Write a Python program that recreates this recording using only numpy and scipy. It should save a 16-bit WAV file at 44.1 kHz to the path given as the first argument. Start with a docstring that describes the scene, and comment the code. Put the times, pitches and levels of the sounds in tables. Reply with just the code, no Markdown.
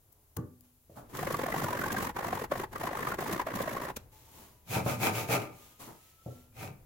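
"""A small workshop: a pencil is lifted from a wooden batten, then a coping saw works on it, held in a vise.
Runs of saw strokes, sped up as in a time-lapse, are shaped noise, with short sine bursts where wood chatters.
After a pause come five slower, longer strokes, a faint one and a last light one: crackle that swells and fades.
It sets batten and saw frame ringing; clicks, rubs, breath-like hiss and bumps are short noise and fading sines.
The room adds a fading tail of noise; behind it all are low rumble, thin hiss and a faint, climbing whine."""
import sys
import numpy as np
from scipy import signal
from scipy.fft import rfft, irfft
from scipy.io import wavfile
from scipy.ndimage import uniform_filter1d

SR = 44100
rng = np.random.default_rng(int(sys.argv[2]) if len(sys.argv) > 2 else 0)


def int16_out(signal):
    """Quantize to a 16-bit WAV file."""
    q = np.round(np.clip(np.atleast_2d(signal).T, -1, 1) * 32767)
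    wavfile.write(sys.argv[1], SR, q.astype(np.int16))


N = 302085
TIME = np.arange(N) / SR
FREQ = np.maximum(np.arange(N // 2 + 1) * SR / N, 1)

# All spectra below list only the shape; colour() evens out the loudness.
# hiss of saw teeth, also used for rubs, breath-like hiss and clicks: (frequency [Hz], relative level [dB])
TEETH_SPECTRUM = [(500, -31), (2000, 0), (3200, 1), (4800, -2), (7000, 1), (8800, -4.5), (10800, 1),
                  (12500, 0.5), (15800, 1.5)]
# wood being rubbed or clicked: (frequency [Hz], relative level [dB])
RUBBED_WOOD_SPECTRUM = [(40, -7), (140, 4), (300, 1.5), (600, -3), (1000, -0.5), (1800, -18), (3000, -52),
                        (8000, -28)]


def amp(db):
    """Turn decibels into a gain."""
    return 10 ** (np.asarray(db) / 20)


def unit(x):
    """Scale to an average (rms) strength of 1."""
    return x / np.sqrt(np.mean(x ** 2))


def pan(x, db):
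    """Make the left side louder than the right by db in all."""
    return x * amp(np.array([[db], [-db]]) / 2)


def colour(x, points):
    """Filter by a curve of (frequency [Hz], level [dB]) points, then scale to rms 1."""
    hz, db = np.transpose(points)
    gain = amp(np.interp(np.log(FREQ), np.log(hz), db))
    return unit(irfft(rfft(x) * gain, N))


def lowpass(x, hz):
    """Take away the treble above hz with a steep filter."""
    return signal.sosfilt(signal.butter(4, min(hz, SR / 3), fs=SR, output="sos"), x)


def spread(three):
    """Blend one shared and two separate signals: left and right agree in the bass and differ in the treble."""
    shared_and_sides = rfft(three)
    alike = 1 / (1 + (FREQ / 770) ** 1.48)  # half the power is shared at 770 Hz
    return irfft(shared_and_sides[0] * np.sqrt(alike) + shared_and_sides[1:] * np.sqrt(1 - alike), N)


def noise():
    """Make stereo white noise."""
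    return spread(rng.standard_normal((3, N)))


def crackle(rate, scatter_db, grain_s):
    """Random snaps, about rate a second, like fibres breaking: tiny fading bursts of noise, uneven in size."""
    size_db = scatter_db * np.minimum(rng.exponential(size=N), 4)
    snaps = (rng.random(N) < rate / SR) * amp(size_db)
    power = signal.lfilter([1], [1, -np.exp(-1 / (grain_s * SR))], snaps ** 2)
    return unit(noise() * np.sqrt(power))


def swell(at, rise, fall):
    """A movement speeds up to its peak and slows down again, along a bell curve."""
    width = np.where(TIME < at, rise, fall)
    return np.exp(-.5 * np.minimum(((TIME - at) / width) ** 2, 100))


def bite(t, rise, tail):
    """The strength of a short bite: it peaks at t = 0 and then dies away."""
    return np.where(t < 0, np.exp(-.5 * (t / rise) ** 2), np.exp(1 - np.sqrt(1 + (t / tail) ** 2)))


def add(track, at, piece):
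    """Mix a short piece into a track."""
    i = int(at * SR)
    track[..., i:i + piece.shape[-1]] += piece[..., :N - i]


def room(x, t60, dull_hz, wet_db):
    """Add the workshop's answer: noise that fades by 60 dB in t60 seconds, with softened treble."""
    t = TIME[:SR]
    tail = noise()[:, :SR] * np.exp(-np.log(1000) * t / t60) * (t > .006)
    tail = tail / np.sqrt(np.sum(tail ** 2) / 2)
    tail = signal.sosfilt(signal.butter(1, min(dull_hz, SR / 3), fs=SR, output="sos"), tail)
    source = x[None] if x.ndim == 1 else x
    return x + amp(wet_db) * signal.fftconvolve(source, tail, axes=1)[:, :N]


def strokes():
    """Lay push and return at an even pace between grabs; rows of (time, wood dB, chatter Hz, teeth dB)."""
    # runs of sped-up strokes: (first stroke [s], last stroke [s], time per stroke [s],
    # wood setting [dB], teeth setting [dB], extra wood on the return [dB])
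    runs = [(1.153, 1.395, .02, -37.5, -43, -6), (1.418, 2.097, .0205, -34, -43, 2),
            (2.168, 2.444, .0205, -33.5, -44.5, -2), (2.521, 2.64, .019, -32, -47.5, -7),
            (2.735, 2.804, .019, -40.5, -49.5, -6), (2.815, 3.144, .019, -33.5, -44.5, -1),
            (3.191, 3.419, .018, -33, -47, -3.5), (3.472, 3.904, .018, -35, -47.5, -1)]
    # strokes on which the blade grabs hard: (time [s], wood setting [dB], chatter pitch [Hz])
    grabs = np.array([(1.194, -32, 496), (1.233, -31, 745), (1.274, -29.5, 536), (1.308, -31, 534),
                      (1.347, -29, 1130), (1.396, -30.5, 494), (1.439, -29.5, 530), (1.466, -31, 754),
                      (1.526, -31, 2000), (1.546, -30, 776), (1.622, -31.5, 780), (1.687, -31, 870),
                      (1.733, -28.5, 996), (1.795, -31, 1660), (1.842, -30, 1540), (1.884, -33, 1120),
                      (1.97, -30, 1610), (2.008, -32, 1100), (2.073, -32, 1140), (2.168, -31.5, 990),
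                      (2.192, -31, 790), (2.248, -31, 980), (2.331, -28.5, 745), (2.421, -32.5, 455),
                      (2.521, -26, 581), (2.559, -33, 730), (2.761, -32.5, 1160), (2.839, -30.5, 694),
                      (2.874, -28.5, 1026), (3.031, -32, 1800), (3.074, -30, 1230), (3.122, -31, 1410),
                      (3.191, -29.5, 372), (3.299, -30.5, 407.5), (3.365, -33.5, 343.8), (3.4, -27, 1008),
                      (3.472, -31.5, 646), (3.607, -29, 544.6), (3.68, -30, 620), (3.77, -31.5, 1100),
                      (3.821, -34, 970)])
    usual_hz, pitch_scatter_oct = 860, .5
    wood_scatter_db, teeth_scatter_db, timing_scatter_s = -0.46, 4, 0.001325
    rows = []
    for first, last, pace, wood_db, teeth_db, return_db in runs:
        grabbed = [tuple(grab) for grab in grabs if first - pace / 2 < grab[0] < last + pace / 2]
        # a run also begins and ends with a stroke where no grab is close
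        ends = [(at, wood_db, usual_hz) for at in (first, last)
                if all(abs(at - grab[0]) > pace / 2 for grab in grabbed)]
        beats = sorted(grabbed + ends)
        rows += [(*beat, teeth_db) for beat in beats]
        for (start, _, _), (end, _, _) in zip(beats, beats[1:]):
            count = max(round((end - start) / pace), 1)
            times = np.linspace(start, end, count, endpoint=False)[1:]
            chance = rng.standard_normal((len(times), 4))
            for k, (at, (late, force, grip, teeth)) in enumerate(zip(times, chance)):
                returning = k % 2 == 0
                rows.append((at + timing_scatter_s * late,
                             wood_db + return_db * returning + wood_scatter_db * force,
                             usual_hz * 2 ** (pitch_scatter_oct * grip),
                             teeth_db + teeth_scatter_db * teeth))
    return rows


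def sped_up_strokes():
    """Each stroke is a short rasp; the blade grabs and the batten chatters at a pitch set by the grip."""
    # rasping wood: (frequency [Hz], relative level [dB])
    wood_spectrum = [(150, -19.5), (300, -1), (560, 0), (880, -5.5), (1080, 3.5), (1300, -5.5), (1900, -4),
                     (2500, -15), (4000, -23), (8000, -30)]
    # low rumble of the bench: (frequency [Hz], relative level [dB])
    rumble_spectrum = [(20, -19), (50, -26), (120, -3), (220, -4), (350, -8.5), (700, -46), (2000, -57.5)]
    lead = .02  # seconds kept free ahead of each peak
    t = TIME[:SR // 12] - lead
    wood_power, teeth_power, chatter = np.zeros(N), np.zeros(N), np.zeros((2, N))
    rows = strokes()
    chance = rng.standard_normal((len(rows), 2))
    for (at, wood_db, hz, teeth_db), (phase, lag) in zip(rows, chance):
        add(wood_power, at - lead, (amp(wood_db) * bite(t, rise=0.0048, tail=0.0043)) ** 2)
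        add(teeth_power, at - lead, (amp(teeth_db) * bite(t + 0.00045, rise=0.0053, tail=0.004)) ** 2)
        delay = np.array([[1], [-1]]) * (.00005 + .00005 * lag)  # path difference to the microphones
        ring = np.sin(2 * np.pi * (hz * (t - delay) + phase)) * bite(t, rise=0.0028, tail=0.0026)
        ring_db = wood_db + .75 * (wood_db + 28.5)  # hard grabs ring out more
        add(chatter, at - lead, amp(ring_db) * ring)
    # between strokes the blade still drags in the cut, and the bench rumbles as long as these runs last
    effort = np.sqrt(np.abs(uniform_filter1d(teeth_power, int(0.036 * SR))))
    rumble = amp(3.0) * effort * colour(noise(), rumble_spectrum)
    wood = np.sqrt(wood_power + (amp(3.0) * effort) ** 2)
    rasp = amp(-2.5) * wood * colour(noise(), wood_spectrum)
    teeth = np.sqrt(teeth_power + (amp(-6) * effort) ** 2)
    hiss = teeth * colour(crackle(rate=3200, scatter_db=3.5, grain_s=0.0012), TEETH_SPECTRUM)
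    body = room(rasp + amp(4) * chatter, t60=0.14, dull_hz=3240, wet_db=-11.5)
    return pan(body, db=-0.7) + pan(hiss, db=-0.9) + rumble


def clamped(x):
    """The clamped batten and the saw frame ring at their own pitches, damped by the gloved hands."""
    # resonances: (frequency [Hz], least width [Hz], relative level [dB])
    resonances = [(224, 31, -7), (321.6, 2.3, 6), (394, 39, 1), (468, 24, 1), (567, 10, -28), (590, 5.3, 4),
                  (671.6, 6.9, -1.5), (774.5, 39, 3), (890, 8.3, 4), (1219, 24, 3.5), (1350, 37, -2),
                  (1518, 26, -4), (2082, 25, -5), (2270, 16, -3), (2350, 33, -24), (2603, 37, -8.5),
                  (2610, 26, -8), (3850, 60, -17), (5260, 35, -22), (6770, 40, -23), (7420, 110, -22),
                  (9930, 620, -20.5)]
    grip_loss = .016  # the hands keep each width at or above this share of its frequency
    response = 0
    for hz, width, db in resonances:
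        damping = max(width, grip_loss * hz)
        response = response + amp(db) / (1 + 1j * (FREQ ** 2 - hz ** 2) / (FREQ * damping))
    return unit(irfft(rfft(x) * response, N))


def slow_strokes():
    """Teeth hiss with blade speed; the wood is offset in time, as the arm leans in, and the bench booms on."""
    # strokes: (time of top speed [s], speeding up [s], slowing down [s],
    # wood setting [dB], teeth setting [dB], bench boom setting [dB])
    slow = [(4.747, 0.033, 0.035, -31.5, -34, -36), (4.892, 0.027, 0.039, -36.5, -36, -34.5),
            (5.049, 0.029, 0.028, -24.5, -30.5, -35.5), (5.176, 0.036, 0.043, -34, -35.5, -40),
            (5.332, 0.027, 0.023, -23.5, -30.5, -35.5), (5.406, .03, 0.04, -41.5, -48.5, -48.5),
            (6.627, 0.04, 0.036, -41.5, -47, -44)]
    # sawn wood: (frequency [Hz], relative level [dB])
    wood_spectrum = [(30, -48), (100, -13), (250, -4), (700, -3.5), (1100, -10.5), (1700, -19), (2500, -2),
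                     (2900, -34), (6000, -30)]
    # booming bench: (frequency [Hz], relative level [dB])
    boom_spectrum = [(40, -40), (75, -22), (100, -0.5), (119, 4.5), (148, -5), (172, -5), (200, -6.5),
                     (400, -43.5)]
    push_power, speed_power, shake_power = 0, 0, 0
    for at, rise, fall, wood_db, teeth_db, boom_db in slow:
        push_power = push_power + (amp(wood_db) * swell(at + 0.0084, rise, fall)) ** 2
        speed_power = speed_power + (amp(teeth_db) * swell(at, rise, fall)) ** 2
        shake_power = shake_power + (amp(boom_db) * swell(at + 0.016, 1.25 * rise, 2.1 * fall)) ** 2
    push, speed, shake = np.sqrt(push_power), np.sqrt(speed_power), np.sqrt(shake_power)
    force = push * crackle(rate=510, scatter_db=4.5, grain_s=0.00072)
    ring = clamped(force) * np.std(force) * amp(-5.0)
    rasp = amp(-4.5) * push * colour(crackle(rate=1400, scatter_db=0, grain_s=0.0029), wood_spectrum)
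    # as the blade slows, single teeth tear at the fibres: a coarser, lower growl
    slowing = np.interp(TIME - .025, TIME, push)
    fibres = colour(crackle(rate=250, scatter_db=1.0, grain_s=0.00076), wood_spectrum)
    tearing = amp(-11.5) * slowing * lowpass(fibres, hz=1100)
    hiss = amp(-2.5) * speed * colour(crackle(rate=14000, scatter_db=1.0, grain_s=0.00098), TEETH_SPECTRUM)
    boom = shake * colour(noise(), boom_spectrum)
    wood = room(ring + rasp + tearing, t60=0.49, dull_hz=1800, wet_db=-6)
    return pan(wood, db=-0.1) + room(hiss, t60=0.18, dull_hz=8950, wet_db=-3.0) + boom


def bumps():
    """Bench bumps and blade catches thud and ring the bench; longer contact weakens the high pitches."""
    # bumps: (time [s], ring setting [dB], contact time [s], thud setting [dB], top of the thud [Hz])
    bump_table = [(0.373, -37, 0.00025, -44.5, 1450), (.384, -31.5, 0.0013, -36, 476),
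                  (0.894, -54.5, 0.0022, -52, 700), (0.969, -50, 0.0013, -45.5, 1550),
                  (4.762, -27, 0.0052, -30.5, 1500), (4.86, -31, .002, -28, 1450),
                  (5.289, -33.5, 0.0025, -33, 990), (5.875, -75, .001, -55, 1500),
                  (6.259, -28.5, 0.01, -39.5, 700)]
    # ringing pitches of the bench: (frequency [Hz], relative level [dB], time to fade by 60 dB [s])
    bench_modes = [(91, -14.5, 0.49), (123.8, 0, 0.28), (141, 2, 0.11), (246.7, -17.5, 0.78),
                   (289, -1, 0.057), (362, -7.5, 0.048), (430, -14, 0.13), (560, -28, 0.14),
                   (855, -24, 0.24), (1120, -14, 0.12), (1160, -16, 0.26)]
    # woody thud: (frequency [Hz], relative level [dB])
    thud_spectrum = [(40, -22), (120, -2), (280, -1), (450, -2.5), (660, -1), (900, -8), (1400, -7.5),
                     (3000, -21)]
    t, rings, thuds = TIME[:SR], np.zeros(N), 0
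    wood = colour(noise(), thud_spectrum)
    for at, ring_db, contact, thud_db, top_hz in bump_table:
        ring = 0
        for hz, mode_db, t60 in bench_modes:
            strength = amp(mode_db) / np.hypot(1, hz * contact)
            ring = ring + strength * np.sin(2 * np.pi * hz * t) * np.exp(-np.log(1000) * t / t60)
        add(rings, at, amp(ring_db) * ring * (1 - np.exp(-t / contact)))
        hit = bite(TIME - at - .003, rise=0.00065, tail=0.017)
        thuds = thuds + amp(thud_db) * hit * lowpass(wood, top_hz)
    # a small bench radiates no deep bass
    rings = signal.sosfilt(signal.butter(2, 70, "high", fs=SR, output="sos"), rings)
    return room(rings, t60=0.38, dull_hz=2515, wet_db=-5.5) + room(thuds, t60=0.37, dull_hz=2500, wet_db=-1.5)


def ticks():
    """The pencil clicks off the edge and later the offcut snaps free: short bursts of dull and bright grit."""
    # contacts: (time [s], length setting [s], wood setting [dB], crack setting [dB],
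    # treble tilt of the crack [dB per octave], left minus right [dB])
    tick_table = [(0.126, 0.0066, -66, -58, 10, 15), (0.369, 0.0035, -38.5, -33.5, 3.5, 4),
                  (0.609, 0.0011, -77, -46.5, 8.5, 13), (3.968, 0.0072, -36, -34.5, -0.5, 0)]
    grit = crackle(rate=11000, scatter_db=0.5, grain_s=0.00015)
    dull, sound = colour(grit, RUBBED_WOOD_SPECTRUM), 0
    for at, length, wood_db, crack_db, tilt, side_db in tick_table:
        bright = colour(grit, [(hz, db + tilt * np.log2(hz)) for hz, db in TEETH_SPECTRUM])
        knock = amp(wood_db) * bite(TIME - at - .003, 0.0036, 0.38 * length) * dull
        crack = amp(crack_db) * bite(TIME - at, .5 * length, .5 * length) * bright
        sound = sound + knock + pan(crack, side_db)
    return room(sound, t60=0.21, dull_hz=5030, wet_db=-11.5)


def rubs_and_breathy_swells():
    """Soft rubs of hand, tool and batten, later also breath-like swells of hiss: fine crackle that rises and fades."""
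    # rubs and swells: (time of peak [s], rise [s], fall [s], wood setting [dB], hiss setting [dB])
    swells = [(.2, 0.091, 0.12, -76.5, -89), (.64, 0.0092, 0.044, -74, -70), (.905, 0.0051, 0.11, -74, -69),
              (.976, 0.011, 0.024, -49.5, -60.5), (1.101, 0.0062, 0.049, -56, -60.5),
              (4.135, 0.013, 0.28, -68.5, -60.5), (4.4, 0.054, 0.066, -61.5, -59),
              (5.64, 0.093, 0.072, -65, -57.5), (5.81, 0.0096, 0.05, -51, -50),
              (5.881, 0.0044, 0.033, -52, -87), (6.06, 0.21, 0.066, -77, -61),
              (6.33, 0.098, 0.09, -73, -61)]
    wood = sum(amp(db) * swell(at, rise, fall) for at, rise, fall, db, _ in swells)
    hiss = sum(amp(db) * swell(at, rise, fall) for at, rise, fall, _, db in swells)
    grit = crackle(rate=6800, scatter_db=1.0, grain_s=0.0004)
    soft = wood * colour(grit, RUBBED_WOOD_SPECTRUM) + hiss * colour(grit, TEETH_SPECTRUM)
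    return room(soft, t60=0.41, dull_hz=2940, wet_db=-3.5)


def whine():
    """A thin tone climbs like a distant motor running up, wavering in level as it crosses the room."""
    # path of the tone: (time [s], pitch [Hz], level before wavering [dB])
    path = [(4.12, 857, -74.5), (4.65, 995, -80), (5.8, 1250, -74.5), (6.15, 1308, -79.5),
            (6.35, 1340, -72.5), (6.55, 1390, -99)]
    s, hz, db = np.transpose(path)
    phase = 2 * np.pi * np.cumsum(np.interp(TIME, s, hz)) / SR
    drift = unit(lowpass(rng.standard_normal((2, N)), hz=25))
    waver = amp(6 * drift)  # typically 6 dB up or down, separately left and right
    level = np.interp(TIME, s, amp(db), left=0, right=0)
    return np.sqrt(2) * level * waver * np.sin(phase)  # sqrt(2) gives the sine an rms of 1


def air():
    """Low rumble, much stronger while the sped-up sawing lasts, and a thin, steady hiss: both filtered noise."""
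    # rumble level: (time [s], level [dB])
    rumble_levels = [(0, -66.5), (.8, -71), (1.2, -50.5), (4.04, -54), (4.16, -63), (5.65, -65.5),
                     (6.1, -68.5), (6.85, -58.5)]
    # low rumble: (frequency [Hz], relative level [dB])
    rumble_spectrum = [(20, -7.5), (50, 1.5), (120, 2), (180, -13.5), (450, -13.5), (850, -20),
                       (1500, -27.5), (4000, -38), (15800, -45)]
    # microphone hiss: (frequency [Hz], relative level [dB])
    hiss_spectrum = [(500, -12), (3000, -9.5), (5500, -8.5), (7000, -4.5), (8500, -8), (11000, 0),
                     (13500, 0), (15800, -1.5)]
    s, rumble_db = np.transpose(rumble_levels)
    rumble = colour(noise(), rumble_spectrum) * amp(np.interp(TIME, s, rumble_db))
    return rumble + colour(noise(), hiss_spectrum) * amp(-67.5)


def scene():
    """Add up everything at the bench and in the room."""
    return (sped_up_strokes() + slow_strokes() + bumps() + ticks()
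            + rubs_and_breathy_swells() + whine() + air())


def record(dry):
    """The two microphones differ a little in colour, and the top of the treble is cut off."""
    # microphone colour: (frequency [Hz], left minus right [dB])
    side_colour = [(60, 2), (250, -0.5), (550, 2), (2000, 1), (4500, 0.5), (8000, 0), (13000, 2.5)]
    hz, db = np.transpose(side_colour)
    tilt = np.interp(np.log(FREQ), np.log(hz), db)
    heard = irfft(rfft(dry) * amp(np.array([tilt, -tilt]) / 2), N)
    return signal.sosfilt(signal.ellip(10, .2, 80, 15950, fs=SR, output="sos"), heard)  # cut above 15950 Hz


dry = scene()
out = record(dry)
int16_out(out)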